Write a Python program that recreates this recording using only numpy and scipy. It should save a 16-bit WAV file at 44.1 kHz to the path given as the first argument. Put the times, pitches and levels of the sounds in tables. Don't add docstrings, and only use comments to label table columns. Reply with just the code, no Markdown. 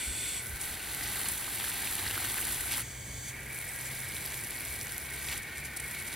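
import sys
import numpy as np
from scipy import signal
from scipy.fft import rfft, irfft, next_fast_len
from scipy.io import wavfile
from scipy.ndimage import uniform_filter1d

SR = 44100
rng = np.random.default_rng(int(sys.argv[2]) if len(sys.argv) > 2 else 0)


def master(y):
    cut = np.clip(np.atleast_2d(y).T, -1, 1)
    pcm = np.round(cut * 32767)
    wavfile.write(sys.argv[1], SR, pcm.astype(np.int16))


N = 271479
T = np.arange(N) / SR


def undb(db):
    return 10 ** (np.asarray(db) / 20)


def curve(rows, column=1):
    rows = np.asarray(rows)
    return np.interp(T, rows[:, 0], rows[:, column])


def spells(tables, fade_s, column=1):
    gain = 0
    for rows in tables:
        start, end = rows[0][0], rows[-1][0]
        gate = np.interp(T, [start - fade_s, start, end, end + fade_s], [0, 1, 1, 0])
        gain = gain + undb(curve(rows, column)) * gate
    return gain


def unit(x):
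    return x / np.sqrt(np.mean(x ** 2))


def wander(per_s):
    hold = int(SR / per_s)
    steps = np.repeat(rng.standard_normal(N // hold + 1), hold)
    return unit(uniform_filter1d(steps, hold)[:N])


def colour(x, tone, size=4096):
    hz, db = np.transpose(tone)
    f = np.fft.rfftfreq(size, 1 / SR)
    log_gain = np.log(undb(np.interp(np.log(f + 1), np.log(hz), db)))
    cepstrum = irfft(log_gain)[:size // 2]
    cepstrum[1:] *= 2
    response = irfft(np.exp(rfft(cepstrum, size)))
    return signal.oaconvolve(x, response[None] / np.linalg.norm(response), axes=1)[:, :N]


def resonate(x, rings):
    size = next_fast_len(N)
    f = np.fft.rfftfreq(size, 1 / SR)
    power = sum(undb(db) ** 2 / (1 + ((f - hz) / width * 2) ** 2) ** 2 for hz, width, db in rings)
    return unit(irfft(rfft(x, size) * np.sqrt(power), size)[:, :N])


def noise(spread):
    mid, side = rng.standard_normal((2, N))
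    return unit(mid + spread * side * np.array([[1], [-1]]))


def add(out, start_s, sound, pan):
    i = int(start_s * SR)
    part = sound[:max(N - i, 0)]
    out[:, i:i + len(part)] += part * np.array([[1 + pan], [1 - pan]])


def drops(per_s, scatter_db, spread):
    hit = rng.random(N) < per_s / SR
    size = undb(scatter_db * np.minimum(rng.standard_normal(N), 2.7)) * rng.choice([-1, 1], N)
    return unit(hit * size * noise(spread))


def splash(hits, decay_s, share):
    fade = np.exp(-T[:SR // 50] / decay_s)
    power = signal.oaconvolve(np.mean(hits ** 2, axis=0), fade)[:N]
    tail = rng.standard_normal(N) * np.sqrt(np.abs(power))
    return unit(hits + share * unit(tail))


def clumps(per_s, decay_s, depth):
    arrivals = (rng.random(N) < per_s / SR) * rng.exponential(size=N)
    power = signal.lfilter([1], [1, -np.exp(-1 / (decay_s * SR))], arrivals)
    return unit(np.sqrt(1 + depth * power / power.mean()))


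def bubble(t, hz, cycles, rise_per_s=0):
    return np.sin(2 * np.pi * hz * t * (1 + rise_per_s * t / 2)) * np.exp(-t * hz / cycles)


def droplets(low_hz, high_hz, cycles, scatter_db, count):
    out, t = np.zeros((2, N)), T[:SR // 120]
    for when, pitch, rank, pan in rng.random((count, 4)):
        hz = low_hz * (high_hz / low_hz) ** pitch
        gain = undb(-scatter_db * np.log(rank + 0.012))
        add(out, when * N / SR, gain * bubble(t, hz, cycles), 0.077 * (pan - .5))
    return unit(out)


def sweeps(rows):
    return sum(undb(db) * np.exp(-2 * ((T - s) / length_s) ** 2) for s, length_s, db in rows)


def gliding_ring(hz, width_hz):
    pole = np.exp(-np.pi * width_hz / SR)
    swirl = rng.standard_normal(N) + 1j * rng.standard_normal(N)
    sway = signal.lfilter([1], np.poly([pole, pole]), swirl)
    return unit((sway * np.exp(2j * np.pi * np.cumsum(hz) / SR)).real)


def twist(rows, column, turn_s=0.095):
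    rows = np.asarray(rows)
    held = rows[np.searchsorted(rows[1:, 0], T), column]
    return uniform_filter1d(held, int(turn_s * SR))


# start t/s, overall level/dB, low ring level/dB
SETTINGS = [(0, -46.5, -6), (0.42, -49.5, 0), (2.83, -53, -6), (3.3, -47.5, -8)]
# f/Hz, width/Hz, level/dB
HEAD_RINGS = [(1444, 100, -5), (1746, 110, -3.5), (2014, 85, -2), (2165, 52, 6), (2224, 71, 5),
              (2323, 180, 3), (2590, 110, -8)]
# t/s, low ring f/Hz, middle ring f/Hz, all rings' level/dB
HEAD_DRIFT = [(0.45, 1520, 1980, -2), (1.0, 1530, 1977, -1), (1.4, 1560, 1898, -3.5),
              (2.0, 1610, 1902, -3.5), (2.55, 1510, 1920, -3.5), (2.9, 1630, 1930, 0.5),
              (3.5, 1645, 1922, 1.1), (4.8, 1585, 1932, 0), (5.45, 1540, 1854, 2), (5.72, 1530, 1845, 1.5),
              (5.95, 1530, 1926, 0.5)]
# f/Hz, level/dB
RUSH_TONE = [(100, -23), (220, -8), (290, -13), (390, -8), (560, -14.5), (790, -14), (1050, -17.5),
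             (2200, -14.5), (3000, -15), (5200, -29.5), (15000, -23)]

def spray_head():
    steady = resonate(noise(spread=0.032), HEAD_RINGS) * undb(wander(25.05))
    low = gliding_ring(curve(HEAD_DRIFT, 1), width_hz=142) * undb(twist(SETTINGS, 2))
    middle = gliding_ring(curve(HEAD_DRIFT, 2), width_hz=112) * undb(-5.7)
    rings = undb(curve(HEAD_DRIFT, 3)) * (steady + low + middle)
    rush = undb(-3.5) * colour(noise(spread=0.17), RUSH_TONE)
    return undb(twist(SETTINGS, 1)) * (rings + rush)


# t/s, level/dB
HARD_JET = [(0, -36), (0.38, -35.5)]
WEAK_JET = [(2.83, -44.5), (3.02, -46), (3.22, -44.5), (3.29, -41.5), (3.34, -53), (3.6, -62), (4.0, -54)]
# f/Hz, width/Hz, level/dB
HARD_WHISTLES = [(1980, 500, -23), (2680, 1440, -4), (3490, 350, 1.5), (4410, 890, -3.5), (5700, 550, -5.5),
                 (6770, 720, -5), (7800, 880, 2.5), (8400, 980, 3.5), (10160, 2500, -0.5),
                 (13500, 3000, -10.5)]
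WEAK_WHISTLES = [(3125, 300, 2.5), (3500, 480, 1), (4080, 260, -2), (4590, 320, 4), (5550, 310, -2),
                 (6440, 790, 6.5), (7250, 500, 1), (7960, 1200, 5.5), (9400, 4800, 0), (14400, 2800, -5)]

def pinched_jet():
    out = 0
    for jet, whistles in ((HARD_JET, HARD_WHISTLES), (WEAK_JET, WEAK_WHISTLES)):
        hiss = resonate(noise(spread=0.13), whistles) * undb(0.59 * wander(22.88))
        out = out + spells([jet], fade_s=0.057) * hiss
    return out


# f/Hz, level/dB
RUMBLE_TONE = [(20, -46), (35, -12), (52, 1), (80, 2), (115, 0), (170, -6), (300, -13), (600, -21),
               (1500, -40.5), (8000, -89)]
AIR_TONE = [(20, -40), (60, -22), (150, -23.5), (400, -8), (650, -5), (1100, -5.5), (1800, -27.5),
            (2800, -16.5), (8000, -16.5)]

def outdoors():
    rumble = colour(noise(spread=0.06), RUMBLE_TONE) * undb(-50.5 + 1.56 * wander(8))
    air = colour(rng.standard_normal((2, N)), AIR_TONE) * undb(-52.5)
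    return rumble + air


# t/s, length/s, level/dB, left-right spread (0-1)
PUFFS = [(0.094, 0.025, -40, 0.04), (0.537, 0.038, -45, 0.1), (0.678, 0.044, -49, 0.2),
         (2.142, 0.014, -51, 0.7), (5.371, 0.053, -52, 0.8)]

def wind():
    out = 0
    for s, length_s, db, spread in PUFFS:
        swell = undb(db) * np.exp(-((T - s) / length_s) ** 2)
        out = out + swell * resonate(noise(spread), [(58, 43, 0)])
    return out


# t/s, level/dB on grass and leaves, level/dB on soil
SHOWER_FIRST = [(0.42, -45, -54.5), (0.59, -47.5, -51), (0.62, -39, -46.5), (0.78, -47, -48),
                (1.08, -40.5, -44.5), (1.3, -39.5, -44), (1.43, -41.5, -47), (1.6, -39.5, -44.5),
                (2.1, -40.5, -43.5), (2.45, -39.5, -43.5), (2.68, -39.5, -46.5), (2.73, -39, -46),
                (2.79, -37.5, -45), (2.82, -44, -50)]
SHOWER_SECOND = [(3.33, -52.5, -65), (3.48, -50.5, -60), (3.53, -44, -56), (4.2, -41.5, -50.5),
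                 (4.9, -42.5, -52.5), (5.08, -44.5, -53.5), (5.34, -40.5, -46), (5.42, -52, -54),
                 (5.48, -55, -54), (5.6, -52, -54.5), (5.74, -56, -53.5), (5.87, -43.5, -53.5),
                 (6.16, -48.5, -49.5)]

def shower_flow():
    return [spells([SHOWER_FIRST, SHOWER_SECOND], fade_s=.02, column=column) for column in (1, 2)]


# f/Hz, level/dB
SOIL_TONE = [(100, -10), (320, 0), (570, -12), (800, -4.5), (1120, -4.5), (1900, -2), (3000, -1),
             (4300, -0.1), (5300, -8.5), (6800, -6), (11000, -2.5), (16000, -8)]
# f/Hz, width/Hz, level/dB
POT_RINGS = [(794, 230, -1.5), (1960, 420, 1.5)]

def soil_patter(flow):
    hits = splash(drops(per_s=8000, scatter_db=2, spread=0.018), decay_s=0.0032, share=0.6)
    patter = unit(colour(hits * clumps(per_s=220, decay_s=.005, depth=.7), SOIL_TONE))
    pings = droplets(low_hz=1800, high_hz=5000, cycles=2.6, scatter_db=3.4, count=2400)
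    pot = resonate(drops(per_s=900, scatter_db=3, spread=.1), POT_RINGS)
    return undb(5) * flow * (patter + undb(-9) * pings + undb(-11) * pot)


# t/s, drops per second
GRASS_DROP_RATE = [(2.8, 9000), (3.5, 4500)]
# f/Hz, level/dB
FIZZ_TONE = [(1000, -48), (4000, -28), (5500, -12.5), (7000, -9), (8200, -3.5), (9600, -3), (11000, 1.5),
             (12200, -5), (14000, -6.5), (16000, -10.5)]
CRACKLE_TONE = [(1000, -24), (3500, -4), (6500, -4.5), (10500, 3.5), (13000, -2), (16000, -3)]

def grass_fizz(flow):
    fine = drops(per_s=curve(GRASS_DROP_RATE), scatter_db=3.2, spread=.65)
    fine = splash(fine, decay_s=0.00077, share=0.92) * clumps(per_s=90, decay_s=.005, depth=.5)
    fizz = unit(colour(fine, FIZZ_TONE)) * undb(.6 * wander(14))
    pings = droplets(low_hz=8500, high_hz=13500, cycles=6, scatter_db=3.3, count=2400)
    fat = splash(drops(per_s=130, scatter_db=2, spread=.4), decay_s=.0016, share=1.1)
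    crackle = unit(colour(fat, CRACKLE_TONE))
    return undb(0.94) * flow * (fizz + undb(-7) * pings + undb(-9) * crackle)


# t/s, level/dB, f/Hz
LEAF_TICKS = [(0.614, -23, 8900), (0.916, -30, 10900), (0.9466, -21.5, 11500), (1.2138, -20.5, 9620),
              (1.2855, -18.5, 10550), (1.5574, -22.5, 8310), (1.953, -18.5, 9900), (2.4513, -22, 10900),
              (2.4788, -25, 10800), (2.5447, -24, 9270), (2.609, -25, 10300), (2.7203, -19, 12000),
              (2.7942, -21, 10700), (2.8059, -23, 10100), (2.8168, -24, 10500), (3.5876, -26, 10500),
              (4.26, -20, 11810), (4.3195, -29, 7200), (4.4366, -25, 10900), (4.5066, -23, 10000),
              (4.6063, -23.5, 11500), (4.6508, -22.5, 11120), (4.6836, -26.5, 8540), (4.812, -25.5, 5900),
              (4.869, -28, 6430), (4.9206, -22.5, 9360), (4.9796, -20, 11510), (5.2918, -25, 9430),
              (5.3751, -27, 9200), (6.0236, -25, 10500), (6.1395, -26, 10400)]
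# f/Hz, level/dB
CRACK_TONE = [(500, -34), (3000, -4), (6500, 6), (10500, 15), (13000, -1), (16000, -16)]

def leaf_ticks(flow):
    when, size, pitch = rng.random((24, 3)).T
    i = (when * N).astype(int)
    stray_db = 20 * np.log10((flow[i] + 1e-9) * (.5 + size)) + 6
    stray_hz = 10800 * 2 ** (.6 * (pitch - .5))
    cracks, rings, t = np.zeros((2, N)), np.zeros((2, N)), T[:SR // 200]
    for s, db, hz in list(LEAF_TICKS) + list(zip(T[i], stray_db, stray_hz)):
        pan = rng.uniform(-0.21, 0.22)
        contact_s = 0.0015 * np.sqrt(undb(db))
        blow = undb(db) * np.exp(-t / contact_s)
        add(cracks, s + .001, 0.47 * blow * rng.choice([-1, 1], len(t)), pan)
        add(rings, s + .0011, 1.43 * blow * np.sin(2 * np.pi * hz * t), pan)
    return rings + colour(cracks, CRACK_TONE)


# t/s, length/s, level/dB
FLURRIES = [(0.622, 0.03, -42), (1.286, 0.0021, -28.5), (1.294, 0.012, -37), (3.294, 0.035, -44.5),
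            (5.379, 0.008, -37.5), (5.431, 0.008, -41.5), (5.585, 0.041, -42.5), (5.657, 0.02, -40),
            (5.771, 0.0089, -32.5), (5.802, 0.0067, -35.5), (5.84, 0.0046, -41), (5.913, 0.0055, -38),
            (5.997, 0.021, -40.5), (6.078, 0.013, -38), (6.13, 0.02, -40)]
# f/Hz, level/dB
FLURRY_TONE = [(500, -24), (3000, -8.5), (7000, -1), (9300, 6), (11200, 4.5), (12500, -4), (16000, -9)]

def leaf_flurries():
    return sweeps(FLURRIES) * colour(drops(per_s=5000, scatter_db=3.5, spread=0.23), FLURRY_TONE)


# t/s, level/dB, starting f/Hz
SLAPS = [(1.009, -28, 1860), (1.641, -22, 1620), (1.854, -29, 2120), (1.8721, -22, 2410),
         (2.053, -26, 2800), (2.064, -23, 1850), (2.0775, -19, 4460), (2.097, -26, 1950),
         (2.103, -24, 2650), (2.109, -25.5, 2750), (2.143, -25, 1880), (2.157, -28, 1650),
         (2.168, -30, 1250), (2.1765, -22.5, 1320), (2.246, -27, 1530), (2.277, -27, 2050),
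         (2.607, -26, 1910), (2.7385, -23, 2170), (2.7785, -30, 1700), (2.795, -26, 1900),
         (4.166, -24, 3700), (4.254, -27, 5240), (4.272, -33, 3206), (5.286, -24, 2354)]

def slaps():
    out, t = np.zeros((2, N)), T[:SR // 80]
    for s, db, hz in SLAPS:
        pocket = bubble(t, hz, cycles=3, rise_per_s=32)
        crack = .5 * rng.standard_normal(len(t)) * np.exp(-t / .0007)
        add(out, s + .001, undb(db - 3.5) * (pocket + crack), rng.uniform(-.1, .1))
    return out


# t/s, level/dB
PUDDLE = [(1.05, -58), (1.6, -53), (1.8, -54.5), (2.15, -51), (2.45, -51), (2.8, -54), (2.95, -63)]

def puddle(low_hz=1054, high_hz=3070, size_range_db=14):
    out, t = np.zeros((2, N)), T[:SR // 40]
    for when, pitch, size, pan in rng.random((750, 4)):
        hz = low_hz * (high_hz / low_hz) ** pitch
        plop = bubble(t, hz, cycles=2.6, rise_per_s=25) * undb(size_range_db * size ** 2)
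        add(out, when * N / SR, plop, .2 * (pan - .5))
    return unit(out) * spells([PUDDLE], fade_s=0.03)


# t/s, length/s, level/dB
RIM_PASSES = [(1.06, 0.082, -46), (2.732, 0.046, -36.5), (5.32, 0.04, -44.5)]
# f/Hz, level/dB
RIM_TONE = [(500, -22), (1600, -12), (2300, 3), (4200, -0.5), (6500, -3.5), (9000, -1), (16000, -21)]

def rim_splashes():
    return sweeps(RIM_PASSES) * colour(drops(per_s=5000, scatter_db=5, spread=0.071), RIM_TONE)


# t/s, firing f/Hz, hum level/dB, lower hum level/dB
ENGINE = [(1.75, 87.3, -70, -67), (2.0, 95.3, -51.5, -72), (2.5, 115.9, -55.5, -54), (2.8, 123, -57, -55.5),
          (3.1, 126.5, -51.5, -60), (4.1, 130.1, -53.5, -69), (4.7, 132.3, -63, -56),
          (5.3, 135.1, -54.5, -52), (6.16, 140.4, -59, -66)]

def engine():
    firing_hz = curve(ENGINE) * (1 + .013 * wander(22))
    phase = 2 * np.pi * np.cumsum(firing_hz) / SR
    hum = np.sin(phase) * undb(curve(ENGINE, 2))
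    lower_hum = np.sin(phase / 2) * undb(curve(ENGINE, 3))
    return np.sqrt(2) * (hum + lower_hum) * undb(2.6 * wander(16))


# t/s, level/dB
SPATTER = [(3.55, -73), (3.88, -55), (4.25, -51.5), (4.6, -55.5), (4.9, -56), (5.1, -56), (5.33, -48)]

def wall_spatter():
    pings = droplets(low_hz=4600, high_hz=8800, cycles=3, scatter_db=2.8, count=1300)
    return pings * spells([SPATTER], fade_s=0.051)


# t/s, f/Hz, level/dB
CHIRPS = [(3.689, 8290, -42), (3.742, 8040, -46), (3.857, 7850, -44), (3.873, 7250, -42.5)]

def rim_chirps(width_hz=350):
    out, t = np.zeros((2, N)), T[:SR // 25]
    swell = np.exp(-((t - t.mean()) / 0.0096) ** 2)
    for s, hz, db in CHIRPS:
        pole = np.exp((2j * np.pi * hz - np.pi * width_hz) / SR)
        ring = signal.lfilter([1], [1, -pole], rng.standard_normal(len(t))).imag
        add(out, s - t.mean(), undb(db) * unit(ring) * swell, pan=0)
    return out


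def scene():
    on_plants, on_soil = shower_flow()
    return (spray_head() + pinched_jet() + outdoors() + wind()
            + soil_patter(on_soil) + grass_fizz(on_plants) + leaf_ticks(on_plants) + leaf_flurries()
            + slaps() + puddle() + rim_splashes() + engine() + wall_spatter() + rim_chirps())


# f/Hz, phase/radians
RIGHT_LEAD = [(0, 0), (4700, 0), (6500, 1.4), (12000, 1.32), (16000, 1.8)]

def record(dry):
    size = next_fast_len(N + SR // 10)
    lead = np.interp(np.fft.rfftfreq(size, 1 / SR), *np.transpose(RIGHT_LEAD))
    shift = np.exp(.5j * lead * np.array([[-1], [1]]))
    shifted = irfft(rfft(dry, size) * shift, size)[:, :N]
    top_cut = signal.ellip(10, .2, 70, 15750, fs=SR, output="sos")
    return signal.sosfilt(top_cut, shifted)


dry = scene()
out = record(dry)
master(out)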